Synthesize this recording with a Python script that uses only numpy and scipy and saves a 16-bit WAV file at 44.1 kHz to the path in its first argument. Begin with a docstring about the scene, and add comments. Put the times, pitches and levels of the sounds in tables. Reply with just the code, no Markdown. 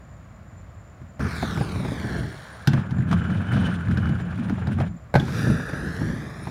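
"""A plywood ramp at night: an inline skater runs up the wall, jumps onto the coping, rides it and drops back
in. Wheels drum on the hollow panels, sing and hiss, all as shaped noise; the coping ride scrapes and squeals
once. After a tap from a seated person's skate, joints and landings clack: frame crack, plywood knock, panel
swing. The curved wall reflects the rolling wheels with a changing lag; neighbouring ramps scatter the blows.
Insects trill in the trees as narrow wavering noise, over the hum of a distant town."""
import sys
import numpy as np
from scipy import signal
from scipy.fft import rfft, irfft, next_fast_len
from scipy.io import wavfile
from scipy.ndimage import uniform_filter1d, map_coordinates

SR = 44100
rng = np.random.default_rng(int(sys.argv[2]) if len(sys.argv) > 2 else 0)


def wav_record(signal):
    """Record a signal, one row per channel, as 16-bit PCM in the file named by sys.argv[1]."""
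    frames = np.transpose(np.atleast_2d(signal))
    bounded = np.clip(frames, -1, 1)
    # unit amplitude maps onto the largest positive 16-bit level
    quanta = np.round(bounded * 32767).astype(np.int16)
    wavfile.write(sys.argv[1], SR, quanta)


N = 286893

# The distant town. Each row: frequency in Hz, relative level in dB.
TOWN_SPECTRUM = [(25, -35), (55, -0.5), (100, 1.5), (200, -8), (310, -18), (430, -24), (620, -15.5),
                 (880, -25.5), (1120, -21), (2000, -28.5), (3000, -39.5), (6200, -47), (9000, -53.5),
                 (15800, -55.5)]
TOWN_DB = -43.5  # rms
# Insects in the trees. Each row: pitch in Hz, width in Hz, rms level in dB.
INSECT_TRILLS = [(6800, 120, -80), (6980, 220, -75), (7170, 190, -71)]

# Wheels on the plywood: first a tap from a seated person's skate, then panel joints and landing.
# Each row: start in seconds, relative knock peak in dB, relative panel thud in dB, favoured knock pitch in Hz.
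WHEEL_KNOCKS = [(1.016, -41.5, -35, 633), (1.195, -23.5, -25, 376), (1.426, -13.5, -21.5, 720),
                (1.574, -20.5, -21, 420), (1.609, -18.5, -17, 807), (1.759, -29.5, -24, 433),
                (1.799, -24, -21, 387), (1.849, -20.5, -19.5, 353), (1.885, -24, -24, 425),
                (1.919, -24.5, -22, 590), (2.043, -25, -22, 353), (5.141, -12, -17, 560),
                (5.153, -7.5, -10.5, 794), (5.158, -8.5, -10.5, 470), (5.282, -20, -24, 358),
                (5.47, -23, -20, 417), (5.5, -20, -13.5, 431), (5.598, -26.5, -27, 553),
                (5.695, -22, -37, 366), (5.732, -20.5, -24, 353), (6.014, -21.5, -18, 334),
                (6.099, -32, -24, 377), (6.471, -23, -29, 890)]
# Modes of a hollow panel. Each row: frequency in Hz, relative level in dB, unstretched t60 in seconds.
PANEL_MODES = [(110, -30, 0.44), (137, 1.5, 0.14), (174.2, -0.5, 0.069), (228.7, -9, 0.17),
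               (314, -8.5, 0.066)]
# Plywood skin under a blow. Each row: frequency in Hz, width in Hz, relative level in dB.
PLY_RESONANCES = [(292, 73, 6), (384, 99, 4.5), (525, 113, -0.5), (647.5, 36, 6.5), (816, 38, -4),
                  (1260, 590, -11), (1507, 91, -4), (2210, 420, -14)]
# Boot and frame under a blow. Each row: frequency in Hz, relative level in dB.
FRAME_SPECTRUM = [(800, -40), (1600, -4), (2400, -2), (3400, 0), (4500, -4), (6000, -8), (8000, -17),
                  (10000, -19), (15500, -31)]
# Ringing of the plywood, then of the frames, under hard blows.
# Each row: frequency in Hz, width in Hz, relative level in dB, t60 in seconds.
PLY_RINGING = [(553, 13, 0, 0.03), (864, 140, 3, 0.017), (1620, 430, -3, 0.022), (3940, 760, -11, 0.016)]
FRAME_RINGING = [(5030, 1400, -8, 0.025), (11100, 4700, -13, 0.019)]
# Table peaks of a hard knock and a hard clack, then dB of ringing for each dB of blow.
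HARD_KNOCK_DB, HARD_CLACK_DB, RING_GROWS = -7, -12.5, 1.97

# Panel rumble up the wall, out on the flat and along the deck. Each row: frequency in Hz, relative level in dB.
WALL_RUMBLE_SPECTRUM = [(15, -53), (25, -65), (64, -2), (97, -3), (196, -3), (231, -9), (520, -16),
                        (680, -46), (1140, -120)]
FLAT_RUMBLE_SPECTRUM = [(15, -53), (25, -47), (60, -10), (156, -0.5), (177, -2), (206, -6), (276, -9),
                        (374, -15.5), (419, -19), (520, -21), (680, -50), (1140, -120)]
DECK_RUMBLE_SPECTRUM = [(18, -51), (30, -63), (69, -9), (90, 3.5), (118, 1), (150, -4), (178, 6), (252, -8),
                        (324, -17), (450, -31.5), (580, -103), (990, -120)]
# Wheel roar up the wall, out on the flat and on the coping. Each row: frequency in Hz, relative level in dB.
WALL_ROAR_SPECTRUM = [(250, -20), (400, -1.5), (640, 3), (950, 0.5), (1250, 5.5), (1500, 7), (1720, 5.5),
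                      (1950, -5.5), (2400, -24), (2900, -30), (4000, -50)]
FLAT_ROAR_SPECTRUM = [(250, -33), (420, 6), (640, -0.5), (950, -4.5), (1250, 5.5), (1500, 3.5), (1720, 4.5),
                      (1950, -1.5), (2400, -19), (2900, -27), (4000, -57)]
DECK_ROAR_SPECTRUM = [(250, 3.5), (430, 4.5), (750, 2), (1000, 0), (1250, 0.5), (1520, 2), (1720, 3),
                      (1950, -8), (2400, -7), (2900, -16.5), (4000, -58)]
# Tread hiss up the wall, out on the flat and along the coping. Each row: frequency in Hz, relative level in dB.
WALL_HISS_SPECTRUM = [(1500, -4), (2300, 6.5), (2800, -2.5), (3800, 4), (4700, -3), (5700, -4.5),
                      (7000, -9.5), (8300, -12.5), (9500, -13), (10800, -17), (13000, -17), (15800, -23)]
FLAT_HISS_SPECTRUM = [(1500, -32), (2300, 7), (2900, -2.5), (3700, 3.5), (4500, -2), (5600, 1), (7000, -9),
                      (8300, -11), (9900, -9.5), (10800, -11), (13000, -14.5), (15800, -23)]
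DECK_HISS_SPECTRUM = [(1800, -30), (2500, 3.5), (3100, 6), (3600, 2), (4500, -6), (6000, -9), (8000, -19.5),
                      (9300, -16), (10600, -41), (15800, -22)]

# Panel rumble up the wall, along the deck and out on the flat. Each row: time in seconds, relative level in dB.
UP_RUMBLE_LEVEL = [(1.2, -27), (1.264, -20.5), (1.29, -32.5), (1.544, -27.5), (1.618, -27.5), (1.676, -31),
                   (1.784, -26.5), (1.962, -32), (2.25, -24)]
RIDE_RUMBLE_LEVEL = [(2.8, -23), (2.84, -34), (3.0, -23), (3.04, -28), (3.15, -16.5), (3.23, -26.5),
                     (3.41, -22), (3.44, -32), (3.56, -18.5), (3.85, -29.5), (3.89, -21), (4.17, -24.5),
                     (4.18, -28), (4.45, -28.5), (4.53, -18.5), (4.55, -29), (4.81, -22), (5.0, -39)]
OUT_RUMBLE_LEVEL = [(5.2, -21.5), (5.272, -29), (5.522, -18.5), (5.674, -38.5), (5.88, -26), (5.952, -34.5),
                    (6.036, -23), (6.34, -38), (6.5, -33.5)]
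# Wheels on the way up, then out. Each row: time in seconds, relative roar in dB, relative tread hiss in dB.
UP_WHEEL_LEVELS = [(1.21, -37.5, -46.5), (1.404, -42, -41.5), (1.424, -43, -40), (1.456, -39.5, -42),
                   (1.774, -42.5, -47), (2.176, -37, -46.5), (2.284, -44.5, -49.5), (2.64, -45, -55.5)]
OUT_WHEEL_LEVELS = [(5.23, -46, -50), (5.334, -37, -43.5), (5.396, -35.5, -41), (5.65, -39, -50.5),
                    (6.072, -40.5, -50), (6.36, -44.5, -56), (6.45, -46, -53.5)]
# Reflection from the curved wall, its lag changing as the skates pass. Each row: time in seconds, lag in
# milliseconds.
WALL_LAG = [(1.27, .26), (1.5, .41), (1.75, .6), (2.0, .76), (2.12, .81), (2.65, .8), (5.4, .94),
            (5.72, .94), (6.3, .68), (6.5, .65)]
# The panels die away once the skates leave the wall.
TAKE_OFF_S, SETTLE_DB_PER_S = 2.233, 150

# Frames clacking down, mostly on the coping.
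# Each row: start in seconds, relative crack peak in dB, relative knock in dB, relative panel thud in dB,
# ring pitch in Hz, relative ring level over the knock in dB.
FRAME_CLACKS = [(2.6728, -14, -25.5, -9, 1680, 6.5), (2.7328, -25.5, -26, -12, 1640, 0),
                (2.7772, -46, -34.5, -22, 1200, 2), (2.9078, -36, -43, -18.5, 1280, 3),
                (2.9829, -42, -39.5, -15.5, 1710, 4.5), (3.1126, -28, -32.5, -26, 1510, 1),
                (3.126, -29, -30.5, -24, 1250, 10), (3.3025, -42, -39, -21, 1590, 9),
                (3.5351, -38, -29.5, -19.5, 1470, 2.5), (3.5648, -34, -38.5, -21, 1450, 11),
                (3.8825, -39, -41, -23, 1420, 9), (3.9104, -36, -44, -16, 1510, 12),
                (3.9717, -28, -42, -27, 1460, 16), (4.026, -45, -45, -24, 1570, 14),
                (4.0556, -37, -38, -24.5, 1440, 11), (4.0907, -38, -37, -15.5, 1530, 3),
                (4.1997, -43, -40, -28, 1630, 9), (4.385, -59, -47, -22.5, 1320, 1),
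                (4.4963, -34, -30.5, -18.5, 1570, 0.5), (4.6703, -32, -31.5, -22.5, 1670, -4),
                (4.7855, -49, -30, -22, 1320, -2), (4.8013, -32.5, -23.5, -26.5, 1310, -9),
                (5.1979, -26.5, -35, -22.5, 3380, 7)]
# How hard the frames scrape on the coping. Each row: time in seconds, scrape level in dB.
SCRAPE_LEVEL = [(2.76, -46.5), (2.84, -54.5), (3.07, -58.5), (3.13, -36.5), (3.15, -49), (3.41, -49.5),
                (3.67, -41), (3.79, -52), (3.99, -50.5), (4.78, -53.5), (4.8, -42), (4.86, -52.5)]
# Harder scraping is brighter: usual scrape level, then dB of roar and of song for each dB of scrape.
SCRAPE_DB, ROAR_GROWS, SONG_GROWS = -48.5, 0.58, 0.87
# A frame catches once and the coping squeals: time of the peak, half-width of the bump, boost of the song.
SQUEAL_S, SQUEAL_WIDTH_S, SQUEAL_DB = 3.662, 0.0096, 11.5
# The sliding frames chatter, so the treble surges: spread in dB, random curve knots a second.
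CHATTER_DB, CHATTER_RATE = 3.2, 45
TOP_HZ = 15850  # upper limit of the camera's sound


def amp(db):
    """Decibels to gain."""
    return 10 ** (np.asarray(db) / 20)


def unit(x):
    """Scale to rms 1."""
    return x / np.sqrt(np.mean(x ** 2) + 1e-20)


def noise(count=N):
    """White noise."""
    return rng.standard_normal(count)


def clock(count=N):
    """Time in seconds of each sample."""
    return np.arange(count) / SR


def curves(rows):
    """One value per sample for each column after the time."""
    seconds, *columns = np.transpose(rows)
    return [np.interp(clock(), seconds, column) for column in columns]


def wobble(rate):
    """A smooth random curve, rate knots a second."""
    knots = noise(int(N * rate / SR) + 4)
    return map_coordinates(knots, [np.arange(N) * rate / SR])


def filtered(x, response):
    """x through a response given as a function of frequency in Hz."""
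    size = next_fast_len(len(x) + SR // 4)
    hz = np.fft.rfftfreq(size, 1 / SR)
    return irfft(rfft(x, size) * response(hz), size)[:len(x)]


def coloured(x, spectrum):
    """x shaped by (Hz, dB) points on a log axis, at rms 1."""
    points_hz, points_db = np.transpose(spectrum)

    def response(hz):
        shape = amp(np.interp(np.log(hz + 1), np.log(points_hz), points_db))
        # cut an octave below the first point, roll off around an octave above the last
        return shape * (hz > points_hz[0] / 2) / (1 + (hz / points_hz[-1] / 2) ** 4)

    return unit(filtered(x, response))


def band(x, pitch_hz, width_hz):
    """x through one smooth resonance, at rms 1."""
    return unit(filtered(x, lambda hz: np.exp(-2 * ((hz - pitch_hz) / width_hz) ** 2)))


def resonances(modes):
    """The causal response of (Hz, width, dB) resonances, with alternating signs."""
    def response(f):
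        total = 0
        for k, (centre, width, db) in enumerate(modes):
            damping = 1j * f * width
            total = total + (-1) ** k * amp(db) * damping / (centre * centre - f * f + damping)
        return total

    return response


def bumps(rough_db, rate):
    """The force of wheels on an uneven surface: noise that comes in short clumps."""
    return noise() * amp(rough_db * wobble(rate))


def even(x, seconds):
    """x with its slow swells evened out."""
    power = uniform_filter1d(x ** 2, max(int(seconds * SR), 1))
    return x / np.sqrt(np.abs(power) + 1e-6)


def during(start, end, fade):
    """1 between two times, with short ramps."""
    t = clock()
    return np.clip((t - start) / fade, 0, 1) * np.clip((end - t) / fade, 0, 1)


def add(out, s, sound):
    """Mix a short sound into out at time s."""
    part = out[round(s * SR):][:len(sound)]
    part += sound[:len(part)]


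def night():
    """Distant town hum under narrow, wavering insect trills."""
    out = amp(TOWN_DB) * coloured(noise(), TOWN_SPECTRUM)
    for pitch, width, db in INSECT_TRILLS:
        waver = amp(3 * wobble(9) + 3 * wobble(40))
        out += amp(db) * unit(band(noise(), pitch, width) * waver)
    return out


def swing(rise_s, ring_on, tilt_db):
    """A struck panel swings in its modes; ring_on stretches decay, tilt_db is level per octave upward."""
    t = clock(SR // 3)
    modes = np.zeros(len(t))
    for hz, db, t60 in PANEL_MODES:
        # each blow varies the mode's level (dB) and tuning (fraction)
        luck, detune = rng.standard_normal(2) * [2.5, .03]
        tilt = tilt_db * np.log2(hz / PANEL_MODES[0][0])
        decay = amp(db + luck + tilt - 60 * t / (t60 * ring_on))
        modes += decay * np.sin(2 * np.pi * hz * (1 + detune) * t)
    return modes * (1 - np.exp(-(t / rise_s) ** 2))


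def strike(panel, thud, knock, crack, spot_hz, knock_t60, crack_t60, rattle_db, rattle_t60, spot_db, chatter_db):
    """One blow cracks in the frame, knocks the plywood and sets the panel swinging (three levels in dB)."""
    t = clock(len(panel))

    def strength(x):
        return x / np.sqrt(np.mean(x[:SR // 50] ** 2))  # rms 1 over the first 20 ms

    # one sharp push, then the wheels chatter; the spot that is hit favours one resonance
    blow = (t == 0) + noise(len(t)) * amp(chatter_db - 60 * t / knock_t60)
    skin = strength(filtered(blow, resonances(PLY_RESONANCES)))
    spot = strength(filtered(blow, resonances([(spot_hz, 150, 0)])))
    wood = skin + amp(spot_db) * spot
    decay = amp(-60 * t / crack_t60) + amp(rattle_db - 60 * t / rattle_t60)
    snap = coloured(noise(len(t)), FRAME_SPECTRUM) * decay * (1 - np.exp(-t / 0.0021))
    return amp(thud) * strength(panel) + amp(knock) * strength(wood) + amp(crack) * strength(snap)


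def rings(modes):
    """A short decaying ring: narrow noise with its swells evened out, so mainly the phase wanders."""
    t = clock(SR // 8)
    out = np.zeros(len(t))
    for hz, width, db, t60 in modes:
        tone = even(band(noise(len(t)), hz, width), seconds=0.0092)
        out += amp(db - 60 * t / t60) * tone
    return out * (1 - np.exp(-t / 0.00062))


def knocks(thud_db, knock_db, crack_db, ring_db):
    """Wheels knock dully on the plywood; hard blows make it ring."""
    out = np.zeros(N)
    for s, peak, thud, hz in WHEEL_KNOCKS:
        panel = swing(rise_s=0.0018, ring_on=0.83, tilt_db=1.5)
        blow = strike(panel, thud + thud_db, peak + knock_db, peak + crack_db, hz, knock_t60=0.045,
                      crack_t60=0.035, rattle_db=2, rattle_t60=0.098, spot_db=0, chatter_db=-20.0)
        add(out, s, blow)
        ring_level = ring_db + RING_GROWS * (peak - HARD_KNOCK_DB)
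        add(out, s, amp(ring_level) * rings(PLY_RINGING))
    return out


def park(x, t60, wet_db):
    """Neighbouring ramps and railings scatter a short, dull tail."""
    t = clock(SR // 2)
    spectrum = [(60, -25), (1500, 5), (5000, -2.5), (14000, -32.0)]
    tail = coloured(noise(len(t)), spectrum) * amp(-60 * t / t60) * (t > .008)
    return x + amp(wet_db) * signal.fftconvolve(x, tail / np.linalg.norm(tail))[:N]


def rolling(low, mid, high, rumble, roar, hiss, rough_db, grit_db):
    """Wheels shake panels (low dB), ring (mid) and hiss on grit (high): returns panel and wheel sounds."""
    shaking = even(coloured(bumps(rough_db=1.5, rate=77), rumble), seconds=0.039)
    boom = coloured(shaking, [(20, 6.0), (450, 1), (900, -34)])
    wheels = amp(mid) * coloured(bumps(rough_db, rate=110), roar)
    treads = amp(high) * coloured(bumps(grit_db, rate=380), hiss)
    return amp(low) * boom, wheels + treads


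def bearings(hiss_level, level_db, pitch_hz):
    """The bearings rasp thinly and flicker; they follow half the treads' dB, so they fade less."""
    flicker = amp(3 * wobble(30) + 3 * wobble(110))
    rasp = unit(band(noise(), pitch_hz, width_hz=900) * flicker)
    return amp(hiss_level / 2 + level_db) * rasp


def wall_echo(x, share, dull_hz):
    """The curved wall returns a thin, dull, inverted reflection; its notches sweep with the changing lag."""
    lag = curves(WALL_LAG)[0] * SR / 1000  # ms to samples
    returned = filtered(x, lambda hz: hz / np.hypot(hz, 1000) / (1 + (hz / dull_hz) ** 3))
    echo = map_coordinates(returned, [np.arange(N) - lag], order=3)
    return x - share * echo


def run_up(rumble_db, roar_db, hiss_db):
    """The skates climb the wall and spin on through the jump as panels and reflection die away."""
    low, = curves(UP_RUMBLE_LEVEL)
    mid, high = curves(UP_WHEEL_LEVELS)
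    airborne_s = np.maximum(clock() - TAKE_OFF_S, 0)
    settling = low + rumble_db - SETTLE_DB_PER_S * airborne_s
    panels, wheels = rolling(settling, mid + roar_db, high + hiss_db, WALL_RUMBLE_SPECTRUM,
                             WALL_ROAR_SPECTRUM, WALL_HISS_SPECTRUM, rough_db=1.0, grit_db=2.0)
    swept = wall_echo(wheels, share=.72 * np.exp(-airborne_s / .3), dull_hz=9000)
    rasp = bearings(high, level_db=-36, pitch_hz=9430)
    return (panels + swept + rasp) * during(1.19, 2.685, fade=0.018)


def clacks(thud_db, knock_db, crack_db, tone_db, ring_db):
    """Frames crack down with a short pitched ring and boom the deck; hard blows ring brighter."""
    out = np.zeros(N)
    for s, peak, knock, thud, hz, over in FRAME_CLACKS:
        deck = swing(rise_s=0.0056, ring_on=1.15, tilt_db=-1)
        blow = strike(deck, thud + thud_db, knock + knock_db, peak + crack_db, spot_hz=746, knock_t60=0.079,
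                      crack_t60=0.014, rattle_db=-12.5, rattle_t60=0.085, spot_db=-2.5, chatter_db=-16.5)
        add(out, s, blow)
        add(out, s, rings([(hz, 350, knock + over + tone_db, .033)]))
        ring_level = ring_db + RING_GROWS * (peak - HARD_CLACK_DB)
        add(out, s, amp(ring_level) * rings(FRAME_RINGING))
    return out


def scratches(rate, spread_db):
    """Grit caught under the frames: dense ticks of very unequal size."""
    sizes = amp(spread_db * np.clip(noise(), -2, 2))
    ticks = (rng.random(N) < rate / SR) * sizes
    decay = np.exp(-clock(SR // 100) / 0.0038)
    bursts = signal.fftconvolve(ticks, decay)[:N] * noise()
    return coloured(bursts, [(900, -2), (1500, 11.5), (2500, 3), (4000, -28), (6000, -24.5),
                             (9000, -15.0), (11000, -21), (15000, -29)])


def ride(rumble_db, roar_db, hiss_db, drone_db, song_db, grit_db, rasp_db):
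    """The skates scrape along the coping, which drones and sings while the deck booms below."""
    effort = curves(SCRAPE_LEVEL)[0] - SCRAPE_DB
    body = ROAR_GROWS * effort
    treble = effort + CHATTER_DB * wobble(CHATTER_RATE)
    low = curves(RIDE_RUMBLE_LEVEL)[0] + rumble_db
    panels, wheels = rolling(low, body + roar_db, treble + hiss_db, DECK_RUMBLE_SPECTRUM,
                             DECK_ROAR_SPECTRUM, DECK_HISS_SPECTRUM, rough_db=3.0, grit_db=1.0)

    drone = amp(body + drone_db) * band(bumps(rough_db=5, rate=60), pitch_hz=1485, width_hz=330)
    drone *= during(2.64, 4.48, fade=0.3)

    squeal = SQUEAL_DB * np.exp(-((clock() - SQUEAL_S) / SQUEAL_WIDTH_S) ** 2)
    song_level = SONG_GROWS * effort + song_db + squeal + 4 * wobble(14)
    song = amp(song_level) * even(band(noise(), pitch_hz=2993, width_hz=140), seconds=0.043)
    song *= during(3.0, 4.39, fade=.25)

    grit = amp(treble + grit_db) * scratches(rate=260, spread_db=14.0)
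    rasp = amp(treble + rasp_db) * band(bumps(rough_db=2.5, rate=120), pitch_hz=9100, width_hz=1150)
    coping = wheels + drone + song + grit + rasp
    return panels * during(2.68, 4.99, fade=0.03) + coping * during(2.674, 4.9, fade=0.043)


def run_out(rumble_db, roar_db, hiss_db, whine_db):
    """The skates drop in and roll out on the flat; whine, bearings and wall reflection come in together."""
    low, = curves(OUT_RUMBLE_LEVEL)
    mid, high = curves(OUT_WHEEL_LEVELS)
    panels, wheels = rolling(low + rumble_db, mid + roar_db, high + hiss_db, FLAT_RUMBLE_SPECTRUM,
                             FLAT_ROAR_SPECTRUM, FLAT_HISS_SPECTRUM, rough_db=1.14, grit_db=1.5)
    on_flat = np.clip((clock() - 5.3) / 0.16, 0, 1)
    whine = amp(mid + whine_db) * band(noise(), pitch_hz=1654, width_hz=190)
    swept = wall_echo(wheels + whine * on_flat, share=.66 * on_flat, dull_hz=9500)
    rasp = on_flat * bearings(high, level_db=-36, pitch_hz=9700)
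    return (panels + swept + rasp) * during(5.15, 6.6, fade=0.0029)


def scene():
    """A seated person's tap, then the skater's whole line, in the open night air."""
    blows = knocks(thud_db=-4.5, knock_db=-12.5, crack_db=-35.5, ring_db=-13)
    blows += clacks(thud_db=-4.0, knock_db=-6, crack_db=-17.5, tone_db=1, ring_db=-16.5)
    skates = run_up(rumble_db=-1, roar_db=-0.5, hiss_db=-0.5)
    skates += ride(rumble_db=0, roar_db=-39.5, hiss_db=-54, drone_db=-42.5, song_db=-55,
                   grit_db=-51.5, rasp_db=-68.5)
    skates += run_out(rumble_db=-1, roar_db=0.0, hiss_db=-0.5, whine_db=-7.5)
    return (night() + skates + park(blows, t60=0.36, wet_db=-18.5))[None]


def record(dry):
    """The camera rounds off the highest peaks and keeps nothing above its band limit."""
    rounded = dry[0] / (1 + (dry[0] / .68) ** 6) ** (1 / 6)
    return filtered(rounded, lambda hz: hz < TOP_HZ)[None]


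dry = scene()
out = record(dry)
wav_record(out)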